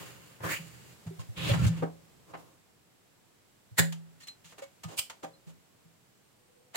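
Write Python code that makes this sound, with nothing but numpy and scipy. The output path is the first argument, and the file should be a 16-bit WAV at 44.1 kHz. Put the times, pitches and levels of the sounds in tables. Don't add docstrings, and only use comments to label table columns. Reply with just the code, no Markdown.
import sys
import numpy as np
from scipy import signal
from scipy.fft import rfft, irfft, next_fast_len
from scipy.io import wavfile
from scipy.ndimage import uniform_filter1d

SR = 44100
rng = np.random.default_rng(int(sys.argv[2]) if len(sys.argv) > 2 else 0)


def wav_record(signal):
    frames = np.transpose(np.atleast_2d(signal))
    bounded = np.clip(frames, -1, 1)
    quanta = np.round(bounded * 32767).astype(np.int16)
    wavfile.write(sys.argv[1], SR, quanta)


N = 298116
TIME = np.arange(N) / SR


def snap(strokes, spectrum, modes, rise_s, fall_s, grain_db, rattle_db, rattle_s):
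    force, rattle = 0, 0
    for s, db, length_s in strokes:
        force = force + from_db(db) * burst(TIME - s, length_s, rise_s, fall_s)
        rattle = rattle + from_db(db + rattle_db) * burst(TIME - s - length_s, 0, rise_s, rattle_s)
    scrape = force * grit(grain_db, grain_s=0.00042)
    spring = rattle * grit(grain_db=5, grain_s=0.0016)
    out = colour(scrape + spring, spectrum)
    for s, db, length_s in strokes:
        for hz, mode_db, t60_s in modes:
            phase = rng.uniform(0, 2 * np.pi, (2, 1))
            add(out, s + length_s / 2, from_db(db + mode_db) * ring(TIME[:SR], hz, t60_s, phase))
    return out


# (time [s], level [dB], plunger travel [s])
PUMP_SHOTS = [(3.785, -18.5, .014), (6.758, -30.5, .014)]
# (frequency [Hz], relative density [dB per Hz])
BARREL_SPECTRUM = [(40, -46.5), (110, 3), (240, -2.5), (420, -1.5), (750, -4.5), (1250, -6), (1850, 6.5),
                   (2500, -6.5), (4200, -1), (5800, -12.5), (7200, -1), (8500, -6), (11000, -9),
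                   (15500, -9.5)]
# (frequency [Hz], level [dB], t60 [s])
BODY_MODES = [(450, -23, .25), (549, -20, .22), (1502, -20, .13), (1655, -16, .12), (1712, -20, .14),
              (1826, -10.5, .09), (1939, -19, .1), (2055, -15, .1), (2981, -17, .1), (3534, -13, .1),
              (4062, -14, .11), (7101, -14, .06), (7208, -10, .065), (7451, -11, .075), (7977, -19, .09)]
# (frequency [Hz], width [Hz], level [dB])
CAVITY_MODES = [(1820, 260, 0.5), (6800, 700, 1.5)]


def pump():
    shots = snap(PUMP_SHOTS, BARREL_SPECTRUM, BODY_MODES, rise_s=0.0035, fall_s=0.0011,
                 grain_db=2.0, rattle_db=-6.5, rattle_s=0.0095)
    return from_db(-0.5) * (shots + from_db(-8) * resonate(shots, CAVITY_MODES))


# (time [s], level [dB], length [s])
LATCH_STROKES = [(4.981, -32, 0.012), (4.990, -31, 0.00463)]
# (frequency [Hz], relative density [dB per Hz])
CATCH_SPECTRUM = [(80, -4.5), (300, -19), (1000, -5.5), (1900, -8.5), (2300, 4), (3100, 7), (3800, -0.5),
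                  (4900, 2.5), (6000, -2), (7800, 6), (9500, 2.5), (12000, -7), (14500, 2), (16000, -10)]
# (frequency [Hz], level [dB], t60 [s])
CATCH_RINGS = [(2309, -17, .17), (3052, -14, .13)]


def latch():
    return snap(LATCH_STROKES, CATCH_SPECTRUM, CATCH_RINGS, rise_s=0.0048, fall_s=0.0047,
                grain_db=4.5, rattle_db=-11.5, rattle_s=0.013)


# (time [s], contact length [s], body knock level [dB], knock pitch [Hz], bright tip tick level [dB])
TAP_EVENTS = [(0.405, .004, -46, 750, -66), (0.435, 0.0067, -38, 795, -66), (1.067, 0.011, -51, 750, -56.5),
              (1.195, 0.021, -52, 700, -50), (1.536, 0.0057, -28.5, 940, -58),
              (1.667, 0.017, -45.5, 900, -38.5), (1.825, .014, -26.5, 420, -54.5),
              (2.338, 0.014, -39, 760, -72), (3.924, 0.0042, -48, 1500, -40.5),
              (4.207, 0.034, -69, 1900, -53.5), (4.273, 0.013, -69, 2200, -46),
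              (4.446, 0.018, -62.5, 1500, -53), (4.47, 0.052, -76, 1500, -57),
              (4.524, 0.0098, -53.5, 960, -58), (4.583, 0.013, -47, 724, -50.5),
              (4.622, 0.019, -53, 1110, -52), (4.836, .008, -45.5, 1003, -42),
              (4.888, 0.058, -48.5, 554, -52.5), (5.099, 0.0048, -41, 1460, -41.5),
              (5.232, 0.017, -39, 644, -49), (5.474, 0.033, -57.5, 395, -60),
              (6.749, 0.035, -37, 1260, -43.5)]
# (multiple of the knock pitch [ratio], relative density [dB per Hz])
KNOCK_SPECTRUM = [(.1, -19.5), (.55, 1.5), (1, 1), (2, -5), (4, -17), (8, -32), (25, -66)]
# (frequency [Hz], relative density [dB per Hz])
TICK_SPECTRUM = [(50, -47), (400, -22.5), (1000, -8), (3000, 2.5), (5500, -3.5), (7500, -1), (10000, -9),
                 (16000, -13.5)]


def taps(rise_s, rise_share, knock_fall_s, tick_fall_s):
    out, t = np.zeros((2, N)), TIME[:SR // 4]
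    lead_s = .03
    body = grit(grain_db=1, grain_s=.0009)
    tip = grit(grain_db=1.0, grain_s=0.0013)
    for k, (s, length_s, knock_db, knock_hz, tick_db) in enumerate(TAP_EVENTS):
        part = k * len(t) // 2 + np.arange(len(t))
        rise = rise_s + rise_share * length_s
        knock_spectrum = [(knock_hz * ratio, db) for ratio, db in KNOCK_SPECTRUM]
        knock = colour(body[:, part] * burst(t - lead_s, length_s, rise, knock_fall_s), knock_spectrum)
        tick = colour(tip[:, part] * burst(t - lead_s, length_s, rise, tick_fall_s), TICK_SPECTRUM)
        add(out, s - lead_s, from_db(knock_db) * knock + from_db(tick_db) * tick)
    return out


# (frequency [Hz], width [Hz], level [dB])
JUDDER_MODES = [(79, 2.4, 5.5), (98.2, 3.5, -2.5), (125.3, 9, 9.5), (161, 18, 6.5)]


def judder(even_s):
    low = signal.sosfilt(signal.butter(2, [65, 200], "band", fs=SR, output="sos"), noise())
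    shake = resonate(low, JUDDER_MODES)
    power = uniform_filter1d(np.mean(shake ** 2, axis=0), int(even_s * SR))
    return shake / np.sqrt(power + 1e-12)


# (time [s], length [s], level [dB], swell over the stroke [dB], weight [dB], brightness [dB])
SLIDE_STROKES = [(0.0, 0.038, -45.5, -2.5, -1.5, -2), (0.063, .3, -53, -9, -0.5, -1),
                 (0.437, 0.041, -44.5, 1, 0, -10), (0.5, 0.063, -40, -1, -6, 3),
                 (0.607, .33, -55, -7.5, 5, 3.5), (1.377, 0.14, -47, 12, 8, -4.5),
                 (1.545, 0.11, -44.5, 7.5, 17, 0), (1.72, 0.085, -52.5, 2, 16, -3),
                 (2.276, 0.042, -74, 5, 13, -18), (2.378, 0.18, -67, -13.5, 2.5, -15.5)]
# (frequency [Hz], relative density [dB per Hz])
RUB_SPECTRUM = [(170, -36), (290, 1), (540, 0), (700, -7.5), (1100, -3), (1800, -19)]
SCRATCH_SPECTRUM = [(700, -25.5), (1350, 4.5), (2000, 3.5), (2900, 5), (4000, -4), (6000, -11)]
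HISS_SPECTRUM = [(3000, -16), (4600, 0.5), (5700, -9), (7300, 1.5), (9000, -4), (12000, -7.5),
                 (15500, -1.5)]
RUB_DB, HISS_DB = -2.5, 0
SLIDE_TOP_HZ, DULLING_DB = 16600, 11
# (time [s], length [s], first pitch [Hz], last pitch [Hz])
SWIPE_GLIDE = (.446, .125, 1300, 2600)
SWIPE_DB = -35


def slides(grain_db, rise_s, fall_s):
    lumps = uneven(spread_db=1.5, step_s=.012)
    rub, scratch, hiss = [lumps * colour(grit(grain_db, grain_s=.003), spectrum)
                          for spectrum in (RUB_SPECTRUM, SCRATCH_SPECTRUM, HISS_SPECTRUM)]
    shake, out = judder(even_s=0.025), 0
    for s, length_s, db, swell_db, weight_db, bright_db in SLIDE_STROKES:
        progress = np.clip((TIME - s) / length_s, 0, 1)
        force = from_db(db + swell_db * progress) * burst(TIME - s, length_s, rise_s, fall_s)
        drag = from_db(weight_db) * shake + scratch
        drag = drag + from_db(RUB_DB - bright_db) * rub + from_db(HISS_DB + bright_db) * hiss
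        top_hz = min(SLIDE_TOP_HZ * 2 ** (-weight_db / DULLING_DB), .45 * SR)
        out = out + signal.lfilter(*signal.butter(1, top_hz, fs=SR), force * drag)
    swipe = glide(SWIPE_GLIDE, SWIPE_DB, width_hz=830, rise_s=0.013, fall_s=0.0085)
    return out + lumps * swipe


# (time [s], length [s], first pitch [Hz], last pitch [Hz])
RASP_GLIDE = (1.372, .147, 3050, 3150)
RASP_DB = -43.5


def pin_rasp():
    return glide(RASP_GLIDE, RASP_DB, width_hz=1600, rise_s=0.0054, fall_s=0.0072, swell_db=9)


# (frequency [Hz], width [Hz], level [dB])
BOARD_MODES = [(305.5, 5.1, 2), (547.5, 4.5, 3), (747, 4.6, -4.5), (1039, 10, -9), (1188, 28, -2.5),
               (1770, 20, 0.5), (2179, 7.7, 0), (2800, 17, -3.5), (3554, 21, -12.5), (6810, 310, -2.5)]


def handling():
    contacts = taps(rise_s=0.0005, rise_share=0.12, knock_fall_s=0.0099, tick_fall_s=.008)
    contacts = contacts + slides(grain_db=0.5, rise_s=.009, fall_s=.018)
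    return from_db(-2.5) * (contacts + resonate(contacts, BOARD_MODES)) + pin_rasp()


# (time [s], pitch [Hz], level [dB])
PING_EVENTS = [(1.108, 385, -37.5), (1.192, 1060, -44.5), (1.495, 563.5, -23), (1.590, 1365, -37),
               (1.824, 468, -23), (3.867, 1740, -51), (4.210, 1835, -52.5), (4.230, 4170, -46.5),
               (4.282, 4096, -35), (4.621, 552, -32.5), (4.626, 2200, -49), (4.841, 1233, -41),
               (5.100, 896, -45.5), (5.238, 607, -36), (5.240, 781, -33), (5.336, 4120, -56.5)]
PING_T60_S = 0.14


def pings(spread_rad, rise_s):
    out = np.zeros((2, N))
    phase = np.array([[spread_rad], [0]])
    for s, hz, db in PING_EVENTS:
        tone = ring(TIME[:SR], hz, PING_T60_S, phase, rise_s * hz)
        add(out, s - rise_s / 2, from_db(db) * tone)
    return out


# (time [s], thud level [dB], boom level [dB], phase between the ears [rad])
BENCH_BUMPS = [(0.4, -33, -47, 0), (0.435, -25, -33.5, 0.5), (0.591, -65, -38, -0.5),
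               (1.06, -27.5, -31.5, 0.2), (1.184, -24, -41, 3.5), (1.285, -24, -53, 3.5),
               (1.504, -10, -39, 0.5), (1.654, -6, -25, 0.5), (1.69, -34, -21.5, 0.15),
               (1.817, -41, -27, 1), (2.332, -53, -44.5, 4.5), (3.711, -34, -58, 2), (4.444, -54, -51, 1.5),
               (4.844, -30.5, -33, 1.5), (4.877, -37, -42, 1.5), (5.236, -59, -47.5, -5.5),
               (5.465, -53, -38.5, 3.5), (5.848, -51.5, -51.5, 1.5)]
THUD_HZ, THUD_T60_S, BOOM_HZ = 111, 0.12, 165
HELD_T60_S, FREE_T60_S = .31, 0.58
RECOIL_THUD_DB, RECOIL_BOOM_DB, RECOIL_EARS_RAD = 0, -0.5, -2.31


def bench(soft_cycles):
    out, t = np.zeros((2, N)), TIME[:SR]
    blows = [(*bump, HELD_T60_S) for bump in BENCH_BUMPS]
    blows += [(s, db + RECOIL_THUD_DB, db + RECOIL_BOOM_DB, RECOIL_EARS_RAD, FREE_T60_S)
              for s, db, _ in PUMP_SHOTS]
    for s, thud_db, boom_db, apart_rad, boom_t60_s in blows:
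        ears = np.array([[apart_rad], [-apart_rad]]) / 2
        thud = from_db(thud_db) * ring(t, THUD_HZ, THUD_T60_S, ears, soft_cycles)
        boom = from_db(boom_db) * ring(t, BOOM_HZ, boom_t60_s, ears, soft_cycles)
        add(out, s, thud + boom)
    return signal.sosfilt(signal.butter(2, 55, "high", fs=SR, output="sos"), out)


# (time [s], length [s], first pitch [Hz], last pitch [Hz])
SQUEAK_GLIDE = (6.5, .19, 484, 500)
SQUEAK_DB = -69


def nozzle_squeak():
    return glide(SQUEAK_GLIDE, SQUEAK_DB, width_hz=40, rise_s=0.078, fall_s=0.051)


# (time [s], length [s], first pitch [Hz], last pitch [Hz])
WHISTLE_GLIDE = (6.27, .39, 8680, 8740)
WHISTLE_DB = -80.5


def joint_whistle():
    return glide(WHISTLE_GLIDE, WHISTLE_DB, width_hz=90, rise_s=.05, fall_s=.04)


# (frequency [Hz], relative density [dB])
ROOM_SPECTRUM = [(60, -16), (200, 1), (500, 6.5), (1500, 1.5), (5000, 2.5), (9000, 0.5), (16000, -1.5)]
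# (frequency [Hz], relative density [dB])
SHIMMER_SPECTRUM = [(1000, 7), (2000, -9), (5500, -12.5), (7400, -12), (9000, -26), (16000, -31)]
ROOM_T60_S, ROOM_DB = 0.23, -9


def room(x, shimmer_db, shimmer_t60_s):
    t = TIME[:2 * SR]
    tail = colour(noise(size=len(t)), ROOM_SPECTRUM) * np.exp(-np.log(1000) * t / ROOM_T60_S)
    tail = tail * (t > .004)
    shimmer = colour(noise(size=len(t)), SHIMMER_SPECTRUM) * np.exp(-np.log(1000) * t / shimmer_t60_s)
    response = from_db(ROOM_DB) * rms_one(tail) + from_db(shimmer_db) * rms_one(shimmer)
    return convolve(x, response / np.sqrt(len(t)))


# (frequency [Hz], relative density [dB per Hz])
AIR_SPECTRUM = [(15, -35.5), (25, -10), (43, -25.5), (75, -12), (113, -2.5), (183, -6), (297, -8.5),
                (457, -9.5), (567, -12.5), (741, -13.5), (1170, -16), (1710, -17.5), (2360, -18.5),
                (15500, -27)]
# (time [s], level [dB])
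AIR_LEVEL = [(0, -59.5), (1.2, -57), (2.1, -61.5), (2.8, -65), (4.8, -63), (6.76, -65.5)]
THIN_HISS_HZ, THIN_HISS_DB = 7570, -14.5


def background():
    level = from_db(np.interp(TIME, *np.transpose(AIR_LEVEL)))
    thin_hiss = from_db(THIN_HISS_DB) * narrow(THIN_HISS_HZ, width_hz=1000)
    return level * (colour(noise(), AIR_SPECTRUM) + thin_hiss)


def burst(t, length_s, rise_s, fall_s):
    rise = np.minimum(t, 0) / rise_s
    fall = np.maximum(t - length_s, 0) / fall_s
    return np.exp(np.maximum(rise - fall, -40))


def ring(t, hz, t60_s, phase=0, rise_cycles=0.63):
    build_up = 1 - np.exp(-(t * hz / rise_cycles) ** 2)
    decay = np.exp(-np.log(1000) * t / t60_s)
    return build_up * decay * np.sin(2 * np.pi * hz * t + phase)


def resonate(x, modes):
    return sum(from_db(db) * signal.lfilter(*signal.iirpeak(hz, hz / width_hz, fs=SR), x)
               for hz, width_hz, db in modes)


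def glide(gesture, db, width_hz, rise_s, fall_s, swell_db=0):
    s, length_s, first_hz, last_hz = gesture
    progress = np.clip((TIME - s) / length_s, 0, 1)
    force = from_db(db + swell_db * progress) * burst(TIME - s, length_s, rise_s, fall_s)
    return force * narrow(first_hz * (last_hz / first_hz) ** progress, width_hz)


def narrow(hz, width_hz):
    white = rng.standard_normal((2, N)) + 1j * rng.standard_normal((2, N))
    wobble = signal.sosfilt(signal.butter(2, width_hz / 2, fs=SR, output="sos"), white)
    carrier = np.exp(2j * np.pi * np.cumsum(hz * np.ones(N)) / SR)
    return rms_one((wobble * carrier).real)


def grit(grain_db, grain_s):
    return rms_one(noise() * uneven(grain_db, grain_s))


def uneven(spread_db, step_s):
    knots = np.arange(0, N / SR, max(step_s, 1e-4))
    wander = np.interp(TIME, knots, rng.standard_normal(len(knots)))
    return rms_one(from_db(spread_db * wander))


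# (frequency [Hz], left-right likeness [correlation])
EAR_LIKENESS = [(30, 1), (110, 0.32), (300, 0.13), (1000, 0.066), (3000, 0), (16000, 0)]


def noise(size=N):
    padded = next_fast_len(size)
    alike = np.clip(at_hz(EAR_LIKENESS, np.fft.rfftfreq(padded, 1 / SR)), -1, 1)
    mid, side = rfft(rng.standard_normal((2, padded)))
    ears = np.sqrt(1 + alike) * mid + np.sqrt(1 - alike) * side * [[1], [-1]]
    return rms_one(irfft(ears, padded)[:, :size])


def colour(x, spectrum, size=4096):
    cepstrum = irfft(np.log(from_db(at_hz(spectrum, np.fft.rfftfreq(size, 1 / SR)))))
    response = irfft(np.exp(rfft(2 * cepstrum[:size // 2], size)))
    return convolve(x, response / np.linalg.norm(response))


def at_hz(points, hz):
    f, value = np.transpose(points)
    return np.interp(np.log(np.maximum(hz, 1)), np.log(f), value)


def convolve(x, response):
    return signal.fftconvolve(x, np.atleast_2d(response), axes=-1)[:, :x.shape[-1]]


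def add(out, s, x):
    i = max(round(s * SR), 0)
    out[:, i:i + x.shape[-1]] += x[:, :max(N - i, 0)]


def from_db(db):
    return 10 ** (np.asarray(db) / 20)


def rms_one(x):
    return x / np.sqrt(np.mean(x ** 2) + 1e-20)


def scene():
    close = pump() + latch() + handling()
    near = signal.sosfilt(signal.butter(2, 65, "high", fs=SR, output="sos"), close)
    reverb = room(near, shimmer_db=-40.0, shimmer_t60_s=2.9)
    ringing = pings(spread_rad=1.72, rise_s=.004) + bench(soft_cycles=1.03)
    faint = joint_whistle() + nozzle_squeak()
    return near + reverb + ringing + faint + background()


LEFT_DB, RIGHT_DB, CUTOFF_HZ = -0.8, 0.32, 15900


def record(dry):
    top_cut = signal.ellip(12, .1, 80, CUTOFF_HZ, fs=SR, output="sos")
    return signal.sosfilt(top_cut, dry * from_db([[LEFT_DB], [RIGHT_DB]]))


dry = scene()
out = record(dry)
wav_record(out)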